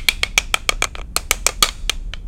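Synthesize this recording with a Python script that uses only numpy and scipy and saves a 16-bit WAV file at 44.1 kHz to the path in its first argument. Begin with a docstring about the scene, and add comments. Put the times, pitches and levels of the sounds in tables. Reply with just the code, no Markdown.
"""Spoon and spatula clacks

A wooden spoon and a plastic spatula are clacked together close to a microphone in a quiet, damped room.
Each impact makes a broadband crack and excites the same short-lived modes, weighted by the point of
contact; some blows bounce or rattle. Hard blows overload the microphone; ventilation rumbles underneath."""
import sys
import numpy as np
from scipy import signal
from scipy.fft import irfft
from scipy.io import wavfile

SR = 44100
rng = np.random.default_rng(int(sys.argv[2]) if len(sys.argv) > 2 else 0)


def generate_wav(signal):
    """Clip the signal to [-1, 1] and save it as 16-bit WAV at the path in sys.argv[1]."""
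    frames = np.transpose(np.atleast_2d(signal))
    scaled = np.clip(frames, -1, 1) * 32767
    pcm = np.round(scaled).astype(np.int16)
    wavfile.write(sys.argv[1], SR, pcm)


N = 100151


def amp(db):
    """Amplitude ratio of a level in decibels."""
    return 10 ** (np.asarray(db) / 20)


def noise(spectrum, size):
    """Random-phase noise of unit rms, shaped by (f/Hz, level/dB) points and rolling off beyond them."""
    hz, db = np.array(spectrum).T
    f = np.maximum(np.fft.rfftfreq(size, 1 / SR), 1)
    skirts = np.minimum(f / hz[0], 1) ** 2 * np.minimum(hz[-1] / f, 1) ** 2
    gain = amp(np.interp(np.log(f), np.log(hz), db)) * skirts
    y = irfft(gain * np.exp(2j * np.pi * rng.random(len(f))), size)
    return y / y.std()


def decay(t, t60):
    """Exponential damping: 60 dB down at t60."""
    return np.exp(-np.log(1000) * t / t60)


def lowpass(x, hz):
    """Zero-phase filtering: a first-order low-pass run forward and backward."""
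    return signal.sosfiltfilt(signal.butter(1, hz, fs=SR, output="sos"), x, padtype=None)


def add(out, sound, start_s):
    """Superposition: mix a sound in at start_s, dropping what falls outside the span."""
    i = int(start_s * SR)
    part = sound[max(-i, 0):len(out) - i]
    out[max(i, 0):max(i, 0) + len(part)] += part


# Spectra of the ventilation's rumble and air rush: f/Hz, spectral level/dB
RUMBLE_SPECTRUM = [(26, 1.5), (35, 4), (44, -4), (60, -7), (90, -16), (112, -17.5), (140, -26), (180, -21),
                   (240, -27)]
AIR_SPECTRUM = [(150, 9.5), (220, -15.5), (330, -19.5), (600, -17.5), (1500, -19.5), (4000, -31),
                (9000, -26.5), (16000, -38)]

def ventilation():
    """Stationary noise: a deep rumble with a faint rush of air above it."""
    return amp(-29) * noise(RUMBLE_SPECTRUM, N) + amp(-55) * noise(AIR_SPECTRUM, N)


# Centres of the seven bands weighted by the point of contact: f/Hz
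BANDS_HZ = (1300, 2300, 3270, 4340, 5400, 6500, 9000)

def contact_weighting(bands_db, body_db):
    """Modal excitation depends on where a blow lands: returns level/dB as a function of f/Hz."""
    def contact_db(f):
        low_shelf = body_db * np.clip(np.log2(BANDS_HZ[0] / f), 0, 1)
        return low_shelf + np.interp(np.log(f), np.log(BANDS_HZ), bands_db)
    return contact_db


def weighted(spectrum, gain_db):
    """Spectral weighting: gains multiply, so their levels add."""
    hz, db = np.array(spectrum).T
    return [(f, np.interp(np.log(f), np.log(hz), db) + gain_db(f)) for f in np.union1d(hz, BANDS_HZ)]


# Spectrum of the diffuse field: f/Hz, spectral level/dB
ROOM_SPECTRUM = [(200, -15), (450, -1.5), (1000, 0.5), (1600, -3), (2500, 2), (5000, -3), (8300, -3),
                 (11000, -15), (16000, -21)]

def reverberation(contact_db):
    """Diffuse reflection: early sound, then a tail whose treble dies first, both coloured by the blow."""
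    t = np.arange(SR * 3 // 4) / SR
    spectrum = weighted(ROOM_SPECTRUM, lambda f: 0.4 * contact_db(f))
    diffuse = noise(spectrum, len(t))
    low = lowpass(diffuse, hz=14700)
    tail = low * decay(t, t60=0.71) + (diffuse - low) * decay(t, t60=0.32)
    tail *= 1 - np.exp(-(t / 0.059) ** 2)  # gradual build-up
    early = noise(weighted(spectrum, lambda f: -1.5 * np.log2(f)), len(t))  # -1.5 dB per octave
    early *= decay(t, t60=0.22) * (1 - np.exp(-(t / 0.0029) ** 2))
    return amp(-20) * tail / np.linalg.norm(tail) + amp(-3.5) * early / np.linalg.norm(early)


# Spectrum of the contact transient: f/Hz, spectral level/dB
CRACK_SPECTRUM = [(150, -14.5), (450, 6.5), (1000, 8.5), (2500, 10.5), (5000, 3), (8500, 6), (11500, -4.5),
                  (16000, -12)]

def contact_crack(t, contact_db):
    """Impact transient: a brief contact radiates a broadband burst."""
    spectrum = weighted(CRACK_SPECTRUM, lambda f: 0.7 * contact_db(f))
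    return amp(-8) * noise(spectrum, len(t)) * decay(t, t60=0.012)


# Nominal natural frequencies of the two utensils: f/Hz
MODE_FREQUENCIES = [430, 560, 720, 1270, 1560, 2305, 2600, 3255, 3780, 4310, 5640, 6440, 7560, 8220, 9100,
                    10300, 11860]
# Nominal strength and damping of each mode: level/dB, T60/s
MODE_DECAYS = [(-14, 0.013), (-15.0, 0.018), (-19, 0.0237), (-15, 0.025), (-24, 0.014), (-7.5, 0.021),
               (-9.5, 0.0073), (-4.0, 0.014), (-7.5, 0.0082), (-8.5, 0.016), (-18, 0.013), (-12.5, 0.011),
               (-13.5, 0.0106), (-8, 0.0086), (-11, 0.0045), (-16, 0.0092), (-18.5, 0.0071)]
HIGH_MODES_HZ = 2800

def utensil_ring(t, contact_db, low_pitch, high_pitch, t60_ratio):
    """Free vibration: a sum of damped normal modes of alternating polarity."""
    hz = np.array(MODE_FREQUENCIES)[:, None]
    db, t60 = np.array(MODE_DECAYS).T[:, :, None]
    polarity = (-1) ** np.arange(len(hz))[:, None]
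    pitch = np.where(hz < HIGH_MODES_HZ, low_pitch, high_pitch)
    envelopes = amp(db + contact_db(hz)) * decay(t, t60 * t60_ratio)
    return (polarity * envelopes * np.sin(2 * np.pi * hz * pitch * t)).sum(0)


# Blows, bounces and their short reflections and echoes: t/s, level/dB, seven band weights/dB, crack/dB,
# low-mode frequency ratio, high-mode frequency ratio, T60 ratio, room/dB, low body/dB
CLACKS = [ (-.075, 9.5, 0, 6.5, 1.5, -2, -8.5, -6.5, -8, -2, .9, 0.94, 1.2, .5, -23),
          (0.0855, 8, -12.5, 5.5, 4, 2, -3, -8, -1.5, 7, 1.014, 1.012, 0.98, 0, -8.5),
          (0.2325, 1.5, -6, 5.5, 1, -1, -7.5, -11.5, -13.5, 5, 0.95, 1.006, 1.18, 1, -1.5),
          (.3772, 8.5, -3, 3.5, 0.5, -9.5, 9, 3, -18.5, 3.5, 1.01, 1.03, 1.1, -4, -10),
          (0.3861, -3, -2.5, 3.5, 1.5, -2, 8, 6.5, -3.5, -12, 1.02, 0.98, 0.83, 1.5, -2),
          (.5416, 7, 7, 4, 2.5, -7.5, -10.5, 1, -4.5, 0.5, 1.025, 0.97, 0.82, -4, -11),
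          (0.6914, 9, 6, 0, 0, -4, 0.5, 3.5, -10.5, -1.5, 0.97, 1, 0.87, -8, -6.5),
          (0.7232, -24.5, 9.5, 1, -9, -5.5, -8, -4, -19, 9, 1.01, .994, 1.7, 6, 4.5),
          (.8224, 2, 5, 5.5, -2.5, -6.5, -16, 7.5, -4, -2, 1.01, 1.014, 0.83, -4.5, -1.5),
          (0.8417, 0, 3.5, -2.5, -4.5, -2, 0.5, 8.5, -2.5, -2, 0.9, 1, 0.79, -14.5, -3),
          (.85, -15, 13.5, 6, -15, -8, -5.5, 1, -9, 2, 1.02, 0.98, 1.17, -4.5, -9),
          (0.9526, -16, 12, 6, 1.5, 1.5, -14, -5.5, -12, 2, 1.04, 0.95, 0.61, 6, 0.5),
          (0.9829, -26, 11.5, 5, -7.5, -17, -.5, 4, -12, 8, 1.01, 0.94, 1.03, -9, 5.5),
          (0.9936, -28.5, 11.5, 7, -2, -16, -3, -2, -10, 4, .96, 1, 1.02, -10, 7),
          (1.0138, -26.5, 13, 9, -0.5, -14, -15, 4.5, -20, 10, 1.025, 0.98, 0.95, -2, -8.5),
          (1.1641, 7, -2, -3, -9.5, 3.5, 2, 0.5, 6.5, -1, 0.97, 1, 0.67, -4, 2),
          (1.1717, -14.5, -5.5, -1.5, -7.5, -5, -6, -2, -11, 10, 1.1, 0.95, 1.9, -7, 3.5),
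          (1.3102, 9.5, -3, -4.5, -5, -8, -3.5, 7, 2.5, 4, 0.98, .93, 0.93, -2.5, -2),
          (1.4648, 9, -8, -2.5, -11.5, -4, 4.5, 8.5, -1, 5, 1.023, 1, 0.86, -3.5, 3.5),
          (1.4721, -9, -3, 2.5, -8, -3.5, 0.5, 4.5, -5.5, 4.5, 1.05, .992, 0.8, -8.5, 5.5),
          (1.4897, -13, 2.5, -3.5, -9, -6, -4.5, -0.5, -12, 11, 0.94, 1.004, 2.6, 8, 2),
          (1.6252, 11.5, 2.5, -5, 0.5, 5.5, -2, 6, 1, 2, 0.97, 1.023, 1.28, 2, -14.5),
          (1.6326, -5, 0, -4, -2, -2.5, 0, 1.5, -14, 4.5, 1.01, 0.9, 2.3, -5.5, -7.5),
          (1.641, -8.5, 1, -2.5, -7, 0, -0.5, .5, -6.5, 7.5, 0.97, 1.05, 2, 1, -5.5),
          (1.657, -17.5, 3.5, -6, -9.5, 5.5, 4, 0, -6.5, 7, .97, 1.005, 4, -8, -4),
          (1.6881, -14, 2, -2, 3, 5.5, -10, 5.5, -14.5, 9, 0.92, 0.97, 1.4, -1, -9),
          (1.8953, 3, -5.5, -2, -0.5, -3, -9, 4, -7, 4.5, 1.02, .99, 1.06, -3.5, -6.5),
          (2.1356, -17, 5.5, 4.5, 6.5, 1.5, -8, -3.5, -17, 7, 0.98, 0.94, 1.02, 5, -7.5)]
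CONTACT_RISE_S, ECHO_DELAY_S = 0.00042, 0.031

def clacks():
    """Impulsive excitation: each blow cracks and rings, followed by a dull wall echo and reverberation."""
    out = np.zeros(N)
    t = np.arange(SR // 16) / SR
    attack = 1 - np.exp(-t / CONTACT_RISE_S)
    for start, level_db, *bands_db, crack_db, low_pitch, high_pitch, t60_ratio, room_db, body_db in CLACKS:
        contact_db = contact_weighting(bands_db, body_db)
        ring = utensil_ring(t, contact_db, low_pitch, high_pitch, t60_ratio)
        crack = amp(crack_db) * contact_crack(t, contact_db)
        clack = amp(level_db) * (ring + crack) * attack
        reverb = reverberation(contact_db)
        ring_reverb = amp(-29.5) * signal.fftconvolve(reverb, ring)[:len(reverb)]
        add(out, clack, start)
        add(out, amp(-19) * lowpass(clack, hz=1093), start + ECHO_DELAY_S)
        add(out, amp(level_db + room_db) * (reverb + ring_reverb), start)
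    return out


def scene():
    """Superposition of the clacks and the ventilation in one channel."""
    return (clacks() + ventilation())[None]


def record(dry):
    """Saturation and band limiting: the microphone flattens hard blows and cuts the top of the treble."""
    ceiling, knee, cutoff_hz = 0.89, 4.9, 16100
    saturated = dry / (1 + np.abs(dry / ceiling) ** knee) ** (1 / knee)
    return signal.sosfiltfilt(signal.butter(10, cutoff_hz, fs=SR, output="sos"), saturated)


dry = scene()
out = record(dry)
generate_wav(out)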